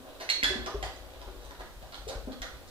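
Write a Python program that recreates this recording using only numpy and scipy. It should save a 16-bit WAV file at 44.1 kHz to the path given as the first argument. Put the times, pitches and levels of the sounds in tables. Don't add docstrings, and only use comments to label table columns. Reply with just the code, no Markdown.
import sys
import numpy as np
from scipy import signal
from scipy.fft import rfft, irfft
from scipy.io import wavfile

SR = 44100
rng = np.random.default_rng(int(sys.argv[2]) if len(sys.argv) > 2 else 0)


def pcm_store(signal):
    levels = np.round(np.clip(np.atleast_2d(signal), -1, 1) * 32767)
    wavfile.write(sys.argv[1], SR, levels.astype(np.int16).T)


N = 119070
HZ = np.fft.rfftfreq(4096, 1 / SR)


def amp(db):
    return np.exp(np.asarray(db) * np.log(10) / 20)


def unit(x):
    return x / np.sqrt(np.mean(x ** 2) + 1e-20)


def read(points, hz):
    f, value = np.transpose(points)
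    return np.interp(np.log(hz + 1), np.log(f), value)


def add(mix, s, sound):
    part = mix[max(round(s * SR), 0):][:len(sound)]
    part += sound[:len(part)]


def causal(db):
    log_gain = np.log(amp(np.r_[db, db[-2:0:-1]]))
    return np.fft.ifft(np.exp(np.conj(signal.hilbert(log_gain)))).real


def shaped(x, points):
    return irfft(rfft(x) * amp(read(points, np.fft.rfftfreq(N, 1 / SR))), N)


def pair(spectra, hz):
    # (frequency [Hz], correlation [-])
    correlation = [(50, 0.13), (250, 0.021), (600, 1), (1200, 0.93), (2000, -0.35), (15000, 0.23)]
    same = np.clip(read(correlation, hz), -1, 1)
    return np.array([spectra[0], same * spectra[0] + np.sqrt(1 - same ** 2) * spectra[1]])


def struck(modes, rise_s, pitch=1, rattle_rad=0):
    t = np.arange(SR // 2) / SR
    rattle_hz = 96
    out = np.zeros(len(t))
    for f, db, t60 in modes:
        wander = np.interp(t * rattle_hz, np.arange(200), rng.standard_normal(200))
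        out += amp(db - 60 * t / t60) * np.sin(2 * np.pi * f * pitch * t + rattle_rad * wander)
    return (1 - np.exp(-t / rise_s)) * out


def footfalls(rows, modes, rise_s):
    out = np.zeros(N)
    for s, db, hz in rows:
        add(out, s, amp(db) * struck(modes, rise_s, hz))
    return out


def contacts(rows, colour, ripple_db=0):
    peak_db, peak_octaves = 9.5, 0.21
    grain_db, rise_share, ripple_hz = 3.5, 0.21, 109.4
    out, t = np.zeros(N), np.arange(SR // 4) / SR
    treble = np.clip(np.log2(HZ / 1500 + 1e-6) / 2, 0, 1)
    for s, length, db, centre_hz, bright_db in rows:
        grains = rng.choice([-1., 1.], len(t))
        grains *= amp(grain_db * np.minimum(rng.exponential(1, len(t)), 4))
        grains *= rng.random(len(t)) < .12
        grains *= np.exp(-t / length) * (1 - np.exp(-t / (rise_share * length)))
        peak = np.exp(-.5 * (np.log2((HZ + 1) / centre_hz) / peak_octaves) ** 2)
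        ripple = np.interp(HZ / ripple_hz, np.arange(len(HZ)), rng.standard_normal(len(HZ)))
        ripple *= ripple_db * (1 + treble) / 2
        response = causal(read(colour, HZ) + peak_db * peak + bright_db * treble + ripple)
        sound = signal.fftconvolve(grains, response)
        add(out, s, 10 * amp(db) * sound / np.linalg.norm(sound))
    return out


def air():
    # (frequency [Hz], level [dB])
    spectrum = [(20, -7), (45, -5), (80, -9), (170, -18), (260, -15.5), (600, -20.5), (1200, -21.5),
                (2400, -28), (3800, -27), (6000, -30.5), (10000, -33.5), (15500, -34)]
    noise = pair(rfft(rng.standard_normal((2, N))), np.fft.rfftfreq(N, 1 / SR))
    return amp(-52.5) * unit(shaped(irfft(noise, N), spectrum))


def rustle():
    # (frequency [Hz], level [dB])
    spectrum = [(40, -31), (160, -17.5), (260, -1.5), (500, 6.5), (1100, -9), (2400, -12), (3800, -7.5),
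                (7000, -35), (15000, -47)]
    touches_per_s, grain_db, fall_db_per_s = 260, 2, 2.5
    touches = rng.standard_normal(N) * amp(grain_db * np.minimum(rng.exponential(1, N), 3))
    touches *= rng.random(N) < touches_per_s / SR
    return amp(-57 - fall_db_per_s * np.arange(N) / SR) * unit(shaped(touches, spectrum))


def board_knocks():
    # (time [s], level [dB], pitch [Hz])
    knocks = [(.002, -43, 255.5), (.38, -43.5, 327), (.428, -32.5, 281.6), (.503, -29, 374.4),
              (.555, -31, 240.6), (.60, -52, 271), (.670, -36, 1056), (.743, -29, 412), (.829, -42, 326),
              (1.275, -42, 371.5), (1.826, -48, 125), (2.068, -33, 452), (2.086, -31.5, 534.5),
              (2.15, -43.5, 122), (2.165, -47.5, 368), (2.273, -29.5, 257.2), (2.2735, -38, 520),
              (2.55, -51, 125)]
    # (ratio to pitch [-], level [dB], T60 [s])
    board_modes = [(1.002, 0.5, 0.09), (1.171, -9, 0.085), (1.552, -5, 0.044), (2.2, -18.5, 0.031)]
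    return footfalls(knocks, board_modes, rise_s=0.0026)


def sole_scuffs():
    # (time [s], decay time [s], level [dB], resonance [Hz], treble gain [dB])
    scuffs = [(.035, 0.065, -40.5, 574, -26), (.198, 0.026, -32, 1750, 5), (.485, 0.095, -33.5, 423, -6),
              (.668, 0.0077, -30, 1100, -19), (.827, 0.002, -29.5, 1660, 3), (.845, 0.011, -35, 1040, 4.5),
              (1.02, 0.09, -41.5, 543, -13), (1.215, 0.0052, -42.5, 920, -22),
              (1.275, 0.004, -42, 464, -30), (1.40, 0.065, -42.5, 540, -1), (1.596, 0.0063, -39, 875, -1.5),
              (1.605, 0.0077, -39, 1940, -3.5), (1.823, 0.015, -42, 684, -4), (1.945, 0.025, -43.5, 810, 7),
              (2.095, 0.03, -33.5, 574, -10.5), (2.2725, 0.022, -38, 477, -35),
              (2.44, .010, -38.5, 1400, -4)]
    # (frequency [Hz], level [dB])
    spectrum = [(40, -25), (170, -10), (330, -2.5), (700, -0.5), (1600, -8), (2500, -13.5), (4000, -9.5),
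                (6500, -20.5), (10000, -29.5), (15500, -39)]
    return contacts(scuffs, spectrum, ripple_db=5)


def leash_clinks():
    # (frequency [Hz], level [dB], T60 [s])
    ring_modes = [(2206, -3, 0.13), (2350, -12, 0.16), (2793, -7, 0.12), (3837, -17, 0.33),
                  (4010, -4, 0.17), (4320, -6, 0.16), (4306, 1.5, .19), (4528, -18, 0.28),
                  (6220, -10.5, .14), (7150, -16.5, 0.17), (7860, -19, .12), (11400, -30, 0.077)]
    # (frequency [Hz], level [dB], T60 [s])
    clip_modes = [(1552, -11.5, 0.54), (1600, -1, 0.091), (1724, 1, 0.25), (2205, -8, .1),
                  (3115, -21, 0.22), (3345, -2, 0.14), (3408, -1.5, 0.35), (3458, -2.5, 0.23),
                  (4000, -5.5, 0.11), (4180, -5, 0.19), (4500, -18, 0.15), (5210, -10, 0.15),
                  (7110, -13, 0.21), (8900, -25, .14)]
    latch_modes = [(2060, 6, 0.0094), (2570, -6.5, 0.012)]
    # (time [s], level [dB], part [name])
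    strikes = [(.290, -21, 'latch'), (.2925, -36, 'ring'), (0.2987, -24.5, 'ring'), (0.349, -42, 'ring'),
               (.429, -15.5, 'latch'), (0.4418, -27, 'clip')]
    modes = {"ring": ring_modes, "clip": clip_modes, "latch": latch_modes}
    out = np.zeros(N)
    for s, db, part in strikes:
        add(out, s, amp(db) * struck(modes[part], rise_s=0.00047, rattle_rad=1))
    return out


def clip_clatter():
    # (time [s], decay time [s], level [dB], resonance [Hz], treble gain [dB])
    clacks = [(.290, 0.0032, -29.5, 2130, -9), (.2975, 0.0049, -27.5, 2700, 4),
              (.4332, 0.0037, -21, 1940, -5.5), (.440, 0.0045, -26, 1850, -1.5),
              (.483, 0.0089, -34, 1660, 1)]
    spectrum = [(40, -24), (200, -21), (700, -11.5), (1400, -9), (2500, -6.5), (4500, -2), (6500, -9.5),
                (10000, -17.5), (15500, -25)]
    return contacts(clacks, spectrum)


def floor_thuds():
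    # (time [s], level [dB], pitch [Hz])
    thuds = [(.435, -31.5, 48.7), (.485, -30, 63.6), (.585, -31.5, 53.7), (.744, -26, 52.8),
             (.826, -29, 57.8), (1.0, -38, 51.4), (1.06, -41.5, 71.7), (1.165, -35, 51), (1.265, -33, 47.6),
             (1.365, -37, 46), (1.45, -36.5, 50), (1.59, -34.5, 44.5), (1.765, -36.5, 46.3),
             (1.83, -42, 60), (1.99, -35, 45.3), (2.055, -33, 60.4), (2.155, -27.5, 46.3),
             (2.24, -33.5, 48), (2.405, -32, 44), (2.53, -35.5, 59.2)]
    # (ratio to pitch [-], level [dB], T60 [s])
    floor_modes = [(1, -1.5, 0.21), (1.45, -10, 0.18), (2.3, -14, 0.15)]
    return footfalls(thuds, floor_modes, rise_s=0.0075)


def claw_ticks():
    # (time [s], decay time [s], level [dB], resonance [Hz], treble gain [dB])
    ticks = [(.660, .006, -34, 5240, -5.5), (.829, 0.00091, -45, 3940, 9), (.962, 0.0016, -53, 6000, 14),
             (1.215, 0.0028, -47, 3520, 2), (1.449, 0.0023, -51.5, 8350, 6),
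             (1.509, 0.0017, -41.5, 960, -11), (1.548, 0.0089, -52, 3470, -14),
             (1.921, .012, -40.5, 4240, -12.5), (1.943, 0.0025, -39, 4000, -7.5),
             (2.077, 0.012, -40.5, 8950, 7), (2.085, 0.0099, -37, 3870, 11),
             (2.319, 0.0049, -42.5, 3670, -6), (2.418, 0.0032, -33, 1870, 0),
             (2.423, 0.011, -39.5, 3650, -5), (2.675, 0.0086, -51, 4030, 38)]
    # (frequency [Hz], level [dB])
    spectrum = [(200, -10.5), (700, -4), (1600, 0), (2500, -5.5), (4000, -4), (6500, -7.5), (10000, -20),
                (15500, -26)]
    return contacts(ticks, spectrum)


def in_room(x, room_db):
    # (frequency [Hz], T60 [s])
    room_t60 = [(100, 0.78), (300, 0.48), (700, .44), (1700, 0.51), (4500, 0.5), (8000, 0.37),
                (15000, 0.17)]
    onset_s, left_lag_samples = 0.0016, 12
    t = np.arange(SR) / SR
    echoes = rng.standard_normal((2, SR)) * (rng.random((2, SR)) < .04 + 4 * t)
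    hz, frame_s, spectra = signal.stft(echoes, SR, nperseg=256)
    spectra = pair(spectra, hz[:, None]) * amp(-60 * frame_s / read(room_t60, hz)[:, None])
    tail = signal.istft(spectra, SR, nperseg=256)[1][:, :SR] * (1 - np.exp(-t / onset_s))
    tail /= np.sqrt(np.minimum(0.051 + 4 * t, 1))
    tail /= np.linalg.norm(tail, axis=1, keepdims=True)
    left = np.r_[np.zeros(left_lag_samples), x[:-left_lag_samples]]
    return np.array([left, x]) + amp(room_db) * signal.fftconvolve(x[None], tail, axes=1)[:, :N]


def scene():
    # (frequency [Hz], level left minus right [dB])
    balance = [(60, -0.5), (250, 1.5), (500, 1.5), (1100, 0.5), (2200, -3), (4200, -6), (5800, -5),
               (8000, 4.5), (12000, 9.5), (15500, 3)]
    touches = clip_clatter() + claw_ticks() + sole_scuffs() + rustle()
    mix = in_room(touches, room_db=2.5)
    mix += in_room(leash_clinks(), room_db=-4)
    mix += in_room(board_knocks(), room_db=0)
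    mix += in_room(floor_thuds(), room_db=-8)
    lean_db = read(balance, HZ) / 2
    sides = np.array([causal(lean_db), causal(-lean_db)])
    return signal.fftconvolve(mix, sides, axes=1)[:, :N] + air()


def record(dry):
    cutoff_hz = 15580
    lowpass = signal.firwin(511, cutoff_hz, window=("kaiser", 9), fs=SR)
    return signal.oaconvolve(dry, lowpass[None], "same")


dry = scene()
out = record(dry)
pcm_store(out)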